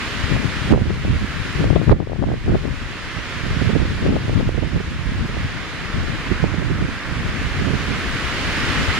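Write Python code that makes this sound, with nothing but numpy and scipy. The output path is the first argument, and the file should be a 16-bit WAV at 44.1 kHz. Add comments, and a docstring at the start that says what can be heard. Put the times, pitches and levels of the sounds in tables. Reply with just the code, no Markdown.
"""Strong wind rushes through conifer crowns and gusts buffet a small two-port microphone near the ground.
The wide hiss of the needles opens strong; hard slaps at the ports crowd in from 0.7 to 2.7 s and the hiss
sags. Lumpy rumble, higher in pitch where the air is faster, runs on; slaps thicken again from 3.6 to 4.7 s,
then get rare. A few dry twigs tick from 1.5 s on, and the crowns swell towards the end.
Needles are shaped noise, buffets a noise pattern read at the air speed, slaps and twigs short swings."""
import sys
import numpy as np
from scipy import signal
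from scipy.fft import rfft, irfft
from scipy.io import wavfile
from scipy.ndimage import uniform_filter1d

SR = 44100
rng = np.random.default_rng(int(sys.argv[2]) if len(sys.argv) > 2 else 0)


def to_wav(s):
    """Save 16-bit WAV."""
    ch = np.atleast_2d(s).T  # columns
    pcm = np.round(np.clip(ch, -1, 1) * 32767)  # PCM
    wavfile.write(sys.argv[1], SR, pcm.astype(np.int16))


N = 396459  # samples, 8.99 s

# small fast eddies that slap a port: middle t/s, nominal level/dB, port (0 left, 1 right), nominal f/Hz
SLAP_EDDIES = [(0.366, -8, 0, 449), (0.726, -3.5, 1, 514.7), (0.737, 3, 1, 440), (0.748, -5, 0, 492),
               (0.761, -11, 1, 547), (0.777, -6.5, 1, 458), (0.813, -15, 0, 411), (0.905, -8, 0, 400),
               (1.05, -12, 0, 449.7), (1.148, -17, 1, 420.5), (1.643, -5, 0, 429), (1.673, -11, 1, 406),
               (1.704, -7, 0, 518.6), (1.729, -13, 0, 454), (1.767, -2.5, 0, 521.8), (1.816, -8, 0, 376.5),
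               (1.896, 4.5, 0, 630), (1.917, 1.5, 1, 607), (1.928, 3, 1, 409), (2.003, -10, 0, 519),
               (2.073, -10, 0, 400.3), (2.098, -12, 0, 490), (2.12, -11.5, 0, 451), (2.133, -11.5, 0, 505),
               (2.161, -18, 0, 526), (2.226, -8.5, 0, 567.5), (2.232, -12, 1, 461), (2.24, -8, 0, 637),
               (2.289, -13.5, 1, 549.9), (2.303, -13, 0, 515), (2.317, -11, 1, 460), (2.319, -11, 0, 668),
               (2.34, -10.5, 1, 427), (2.48, -13, 0, 467.5), (2.494, -6, 0, 440), (2.495, -13, 1, 410),
               (2.519, -12, 1, 424), (2.551, -6, 1, 486.4), (2.555, -6, 0, 414.5), (2.642, -19, 0, 438.4),
               (2.655, -8.5, 0, 411.8), (3.655, -14, 1, 528), (3.705, -12, 1, 378.4),
               (3.754, -7.5, 1, 400.3), (3.821, -10.5, 1, 392.2), (3.854, -10, 1, 421),
               (4.041, -14, 0, 420), (4.065, -5, 0, 418.4), (4.092, -9.5, 1, 470), (4.113, -15, 0, 460.3),
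               (4.126, -9, 0, 379.7), (4.156, -13, 0, 480.7), (4.166, -6.5, 0, 549.4),
               (4.281, -15, 0, 408.6), (4.296, -8.5, 1, 410), (4.41, -10, 0, 438.4), (4.492, -6, 1, 409.7),
               (4.546, -14, 1, 402.2), (4.578, -16, 1, 565.8), (4.636, -10.5, 1, 511),
               (5.37, -12.5, 1, 490.4), (6.441, -3.5, 1, 474.8), (7.68, -12.5, 1, 396.7)]


def gain_of(db):
    """Amplitude factor of a level in dB."""
    return 10 ** (np.asarray(db) / 20)


def evened(x):
    """Scale to rms 1."""
    return x / np.sqrt(np.mean(x ** 2) + 1e-20)


def read(points, hz):
    """Read a curve of (f/Hz, value) points along a logarithmic pitch axis."""
    f, value = np.transpose(points)
    return np.interp(np.log(hz + 1), np.log(f + 1), value)


def wander(seconds):
    """Smooth chance of rms 1 that changes over the given time."""
    span = max(int(seconds * SR), 1)
    once = uniform_filter1d(rng.standard_normal(N), span)
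    return evened(uniform_filter1d(once, span))


def add(mix, s, sound, pan_db):
    """Place a sound between the channels; the mean of the two channel gains stays 1."""
    start = round(s * SR)
    part = mix[:, start:start + len(sound)]
    louder = gain_of(np.minimum([[pan_db], [-pan_db]], 0))
    part += louder * sound[:part.shape[1]] * 2 / louder.sum()


def drops():
    """Level change of the rush in dB: a quick fall at each drop and a slow creep back."""
    # falls of the rush, most of them close to hard slaps: t/s, nominal depth/dB
    falls = [(.36, 1.5), (.725, 9), (1.645, 2.5), (1.71, 1.5), (1.92, 10), (2.49, 1), (3.72, 2), (4.08, 2),
             (4.41, 2), (4.49, 1.5), (6.44, 1)]
    fall_s, return_s = 0.0069, 0.52  # time constants
    t = np.arange(N) / SR
    start, depth_db = np.array(falls)[:, :1], np.array(falls)[:, 1:]
    after = np.maximum(t - start, 0)
    dips = depth_db * (1 - np.exp(-after / fall_s)) * np.exp(-after / return_s)
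    return -dips.sum(0)


def crowns():
    """Countless needles shed tiny vortices: noise with drifting patches and a faint shared flicker."""
    # swell of the crowns: t/s, level/dB, extra treble/dB (full over 9 kHz), extra body/dB (full under 1.8 kHz)
    swell = [(0, -25.5, .5, -2), (.3, -26, 0, 0), (.7, -26.5, 1, -0.5), (1.1, -27, .5, .5),
             (1.6, -26.5, 1, 0), (2.1, -33, 0.5, 1), (2.6, -30.5, 0.5, -0.5), (3.0, -29, -1, 0),
             (3.6, -27.5, -0.5, 0), (4.3, -29.5, 0, -0.5), (5.0, -31, 0.5, 0.5), (5.6, -30, -1, 1),
             (6.3, -29.5, 0, 1.5), (6.8, -31.5, .5, 3), (7.5, -28, 0, 1), (8.1, -26, 1, 0.5),
             (8.6, -21.5, -0.5, -0.5), (8.99, -21.5, 0, -.5)]
    # tone of the needles: f/Hz, relative level per Hz/dB
    needle_tone = [(150, -17), (250, 0.5), (400, -6), (600, -8.5), (800, -10.5), (1120, -5.5), (1500, -3),
                   (1900, -2.5), (2300, -5), (3000, -8), (4200, -13.5), (6000, -19.5), (8500, -27),
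                   (12000, -38.5), (15600, -48)]
    # left-right likeness: f/Hz, likeness (0 apart, 1 the same)
    likeness = [(140, .5), (300, .88), (500, .9), (800, .75), (1300, .8), (1900, .68), (2800, .36),
                (4200, .22), (6400, .12), (10000, 0)]
    # tilt between the channels: f/Hz, left minus right level/dB
    tilt = [(60, 3), (180, -1.5), (550, 0), (1650, -1.5), (4970, -3.0), (15000, -0.5)]
    # how far left leads right: f/Hz, phase/rad
    left_lead = [(200, 0), (700, -.4), (1000, -.1), (1700, -.15), (2300, -.6), (3000, -.2), (5200, -.7),
                 (9800, -2.3), (15000, -4.5)]

    frames, hop = N // 128 + 5, 128
    hz = np.fft.rfftfreq(512, 1 / SR)
    a, b, c, d, patches, flicker = rng.standard_normal((frames, 257, 6)).T
    # patches span few bands and frames; the flicker is shared by a wide stretch of bands
    patches = uniform_filter1d(uniform_filter1d(patches, size=30, axis=1), size=8, axis=0)
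    flicker = uniform_filter1d(uniform_filter1d(flicker, size=14, axis=1), size=120, axis=0)
    patches, flicker = evened(patches), evened(flicker)

    same = np.clip(read(likeness, hz), -1, 1)[:, None]
    left = a + 1j * b
    shared = same * left * np.exp(-1j * read(left_lead, hz))[:, None]
    right = shared + np.sqrt(1 - same ** 2) * (c + 1j * d)
    lean = gain_of(read(tilt, hz) / 2)[:, None]

    s, level_db, treble_db, body_db = np.transpose(swell)
    frame_s = np.arange(frames) * hop / SR
    treble = np.interp(frame_s, s, treble_db) * np.clip(hz / 3000 - 2, 0, 1)[:, None]
    body = np.interp(frame_s, s, body_db) * np.clip(2.8 - hz / 1000, 0, 1)[:, None]
    flicker_db = (0.18 + 0.2 * hz[:, None] / 10000) * flicker  # deeper in the treble
    z = np.array([left * lean, right / lean])
    z *= gain_of(read(needle_tone, hz)[:, None] + treble + body + 0.46 * patches + flicker_db)
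    hiss = evened(signal.istft(z, nperseg=512, noverlap=512 - hop)[1][:, :N])
    return hiss * gain_of(np.interp(np.arange(N) / SR, s, level_db) + drops())


def twigs():
    """Dry ticks: a noisy ring that dies by 60 dB in 6 ms."""
    # ticks: t/s, nominal level/dB, left minus right level/dB, f/Hz
    ticks = [(1.5279, -40, -1, 8530), (1.9217, -46, -2.5, 7643), (3.2996, -39, 2, 7420),
             (4.4862, -41, -5.0, 7237), (5.0654, -42, -1.5, 8740), (5.2783, -40, 1.5, 7728),
             (8.0887, -41, -13, 7347)]
    mix, t = np.zeros((2, N)), np.arange(200) / SR
    rattle = rng.standard_normal((len(ticks), 200))
    for (s, level_db, pan_db, hz), noise in zip(ticks, rattle):
        ring = np.sin(2 * np.pi * hz * t) + 0.45 * noise
        add(mix, s, gain_of(level_db - 60 * t / 0.006) * ring, pan_db)
    return mix


def air(side):
    """Gain and speed at one port: bell-shaped gusts add power to the lull; speed is the power-weighted mean."""
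    # gusts: middle t/s, peak level/dB, width at -6 dB/ms, port (0 left, 1 right), air speed as a factor
    gusts = [(0.24, -19.5, 68, 0, 0.84), (0.344, -10.0, 75.5, 0, 1.45), (0.376, -21, 63.5, 1, 1.12),
             (0.451, -15.5, 65, 0, 1.37), (0.728, -17, 55, 0, 1.61), (0.738, -8, 44, 1, 1.46),
             (0.818, -17, 226, 1, 1.52), (0.905, -15.5, 54, 0, 1.2), (1.072, -21, 93, 0, 1.6),
             (1.115, -13.5, 115, 1, 1.24), (1.245, -18.0, 47, 1, 1.25), (1.399, -22, 35.5, 0, 0.91),
             (1.617, -13.9, 93, 0, 1.45), (1.634, -16.5, 104.5, 1, 1.15), (1.711, -9.5, 35.5, 0, 1.36),
             (1.758, -15.5, 172, 0, 1.49), (1.762, -21, 50, 1, 0.72), (1.77, -9.5, 34.5, 0, 1.7),
             (1.893, -11, 75, 0, 1.26), (1.919, -10, 64, 1, 1.49), (2.013, -21, 44, 0, 1.56),
             (2.224, -13, 46.5, 0, 1.03), (2.294, -18.5, 116, 1, 1.37), (2.484, -14.5, 40, 0, 1.34),
             (2.517, -17, 104, 0, 1.11), (2.522, -13, 90.5, 1, 1.24), (2.551, -13.5, 41, 0, 1.44),
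             (2.659, -19.5, 50, 0, 1.82), (3.051, -30.5, 83.5, 0, 0.86), (3.17, -22, 80, 1, 1.13),
             (3.441, -18.5, 85, 1, 1.22), (3.508, -22.0, 56.5, 0, 1.32), (3.624, -20, 143, 1, 1.67),
             (3.654, -15.5, 37, 1, 1.53), (3.768, -16.5, 181, 1, 1.71), (3.907, -19.5, 115, 0, 1.57),
             (4.085, -15, 108.5, 1, 1.36), (4.101, -14.2, 134, 0, 1.68), (4.355, -18.5, 263, 0, 1.28),
             (4.361, -21.5, 168, 1, 1.5), (4.37, -11.5, 40, 0, 0.99), (4.47, -15.0, 39.5, 0, 1.01),
             (4.489, -11, 35, 1, 1.25), (4.595, -16.5, 125.5, 1, 1.25), (4.753, -16, 98, 1, 1.64),
             (4.767, -22.5, 50.5, 0, 0.83), (4.872, -24, 54, 0, 0.71), (5.108, -20.5, 180, 1, 0.73),
             (5.23, -20, 91, 0, 1.26), (5.269, -21.5, 57.5, 1, 1.4), (5.419, -21.5, 138.5, 1, 1.3),
             (5.42, -18.5, 105.5, 0, 0.73), (5.989, -20, 74.5, 1, 0.97), (6.031, -18, 244, 0, 1.18),
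             (6.326, -17.5, 74.5, 1, 1.28), (6.445, -12, 44.5, 1, 1.08), (6.459, -24.5, 58, 0, 0.92),
             (6.59, -17, 309.5, 1, 1.22), (6.67, -16, 50, 1, 1.3), (6.759, -24.0, 254.5, 0, 0.78),
             (6.844, -17.5, 57.5, 1, 1.54), (7.168, -20.0, 156, 1, 1.17), (7.263, -17, 38.5, 0, 1.15),
             (7.288, -20.5, 48.5, 1, 0.8), (7.31, -24.0, 262.5, 0, 1.28), (7.449, -18, 46.5, 1, 1.05),
             (7.578, -19.5, 86.5, 0, 1.06), (7.638, -19, 209, 1, 1.27), (7.68, -12, 40.5, 1, 1.87),
             (7.753, -16.5, 33.5, 1, 1.53), (7.892, -21.5, 275, 1, 1.43), (8.106, -21.5, 120.5, 0, 0.9),
             (8.482, -20.5, 59, 0, 0.98), (8.494, -26, 119, 1, 1.04), (8.667, -23.5, 193, 0, 1.08),
             (8.806, -18.5, 69, 0, 0.98), (8.807, -16.5, 36.5, 1, 1.43), (8.9, -19, 66, 0, 0.84)]
    # air between the gusts: t/s, left level/dB, right level/dB
    lull_levels = [(0.0, -30.5, -32.5), (0.6, -22.5, -30), (1.4, -26, -30.5), (2.0, -28, -31.5),
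                   (2.7, -22, -30), (3.1, -38, -36), (3.6, -25.5, -21), (4.6, -27.0, -27.5),
                   (5.2, -26.5, -27), (5.7, -32, -33.5), (6.4, -28, -27.5), (7.0, -35, -32),
                   (8.2, -26, -29.5), (8.99, -27, -26)]
    lull_speed, bell_power = 1.1, 2.0

    t = np.arange(0, N + 64, 64) / SR  # a coarse grid is enough for slow air
    levels = np.array(lull_levels)
    lull = gain_of(np.interp(t, levels[:, 0], levels[:, 1 + side])) ** 2
    own = np.array([row for row in gusts if int(row[3] > .5) == side])
    s, peak_db, length_ms, _, speed = own.T[:, :, None]
    half_widths = abs(2000 * (t - s) / np.maximum(length_ms, 20))  # distance from the middle
    power = gain_of(peak_db - 6 * half_widths ** bell_power) ** 2
    total = lull + power.sum(0)
    mean_speed = (lull * lull_speed + (power * speed).sum(0)) / total
    return [np.interp(np.arange(N) / SR, t, v) for v in (np.sqrt(total), mean_speed)]


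def surges(side, slow_hz=340, per_hz=.0025, seconds=.008):
    """Speed factor at one port: air speeds up briefly around each slap, most for high ones, at most doubled."""
    s, hz = np.transpose([(row[0], row[3]) for row in SLAP_EDDIES if int(row[2] > .5) == side])
    marks = np.zeros(N)
    marks[np.round(s * SR).astype(int)] = np.maximum(hz - slow_hz, 0) * per_hz
    bump = np.exp(-(np.arange(-1500, 1501) / SR / seconds) ** 2)
    return 1 + np.minimum(signal.oaconvolve(marks, bump, "same"), 1)


def port(gain, speed, surge, swirl=.2, lumps_db=4.0, follow_db=3.5, steady=0.85):
    """A frozen pressure pattern is drawn past the port at a swirling speed: faster air is higher and louder."""
    # pressure pattern frozen in the air, as heard at speed 1: f/Hz, relative level per Hz/dB
    eddies = [(10, -21), (30, 1.5), (60, 1), (100, 0), (160, -5), (250, -13), (400, -23), (700, -39),
              (1200, -33), (2000, -82)]
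    flutter_db, flutter_s = 2.5, 0.017

    size = 2 ** 20
    tone = gain_of(read(eddies, np.fft.rfftfreq(size, 1 / SR)))
    pattern = irfft(rfft(rng.standard_normal(size)) * tone)
    swirling = wander(.012)
    drawn = np.cumsum(speed * surge * np.exp(swirl * swirling))  # pattern position in samples
    pressure = np.interp(drawn, np.arange(size), pattern, period=size)
    pressure *= gain_of(follow_db * swirl * swirling + lumps_db * wander(0.0096))
    # level out most of the slow loudness, so that the gain sets the gust strength
    local = uniform_filter1d(uniform_filter1d(pressure ** 2, size=1200), size=1200)
    pressure = evened(pressure / (local + 1e-20) ** (steady / 2))
    return pressure * gain * gain_of(flutter_db * wander(flutter_s))


def slaps():
    """Each slap is a swing or two on a one-sided shove, kinked in its middle; the hardest kink sharpest."""
    mix, t = np.zeros((2, N)), np.arange(-441, 441) / SR
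    chance = rng.random((len(SLAP_EDDIES), 2))
    for (s, level_db, side, hz), (turn, kink_turn) in zip(SLAP_EDDIES, chance):
        swing = np.exp(-(t * hz / 0.44) ** 2) * np.sin(2 * np.pi * (turn + 0.92 * hz * t))
        kink = np.exp(-(t * hz / 0.2) ** 2) * np.sin(2 * np.pi * (kink_turn + 1.2 * hz * t))
        push = np.exp(-(t * hz / 1.17) ** 2) * np.sign(turn - .5)  # shove of the air under the swing
        slap = swing + 0.52 * push + gain_of(0.42 * level_db - 2.5) * kink
        start = round(s * SR) - len(t) // 2
        mix[int(side > .5), start:start + len(t)] += gain_of(level_db) * slap
    return mix


def scene():
    """Crowns and twigs around, rumble and slaps at each port."""
    buffets = np.array([port(*air(side), surges(side)) for side in range(2)])
    return crowns() + buffets + slaps() + twigs()


def record(dry):
    """Bass roll-off at 25 Hz, two notches, a soft knee at full scale, then the band limit."""
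    # narrow dips in the recorder: f/Hz, width/Hz, depth (0-1)
    notches = [(5900, 175, 1), (7870, 260, 1)]
    edge_hz = 15735
    wet = signal.sosfilt(signal.butter(2, 25, "high", fs=SR, output="sos"), dry)
    for hz, width, depth in notches:
        wet = wet - depth * signal.lfilter(*signal.iirpeak(hz, hz / width, SR), wet)
    wet = wet / (1 + wet ** 6) ** (1 / 6)
    band = signal.firwin(2047, edge_hz, window=("kaiser", 9), fs=SR)
    return signal.oaconvolve(wet, band[None], "same")


dry = scene()
out = record(dry)
to_wav(out)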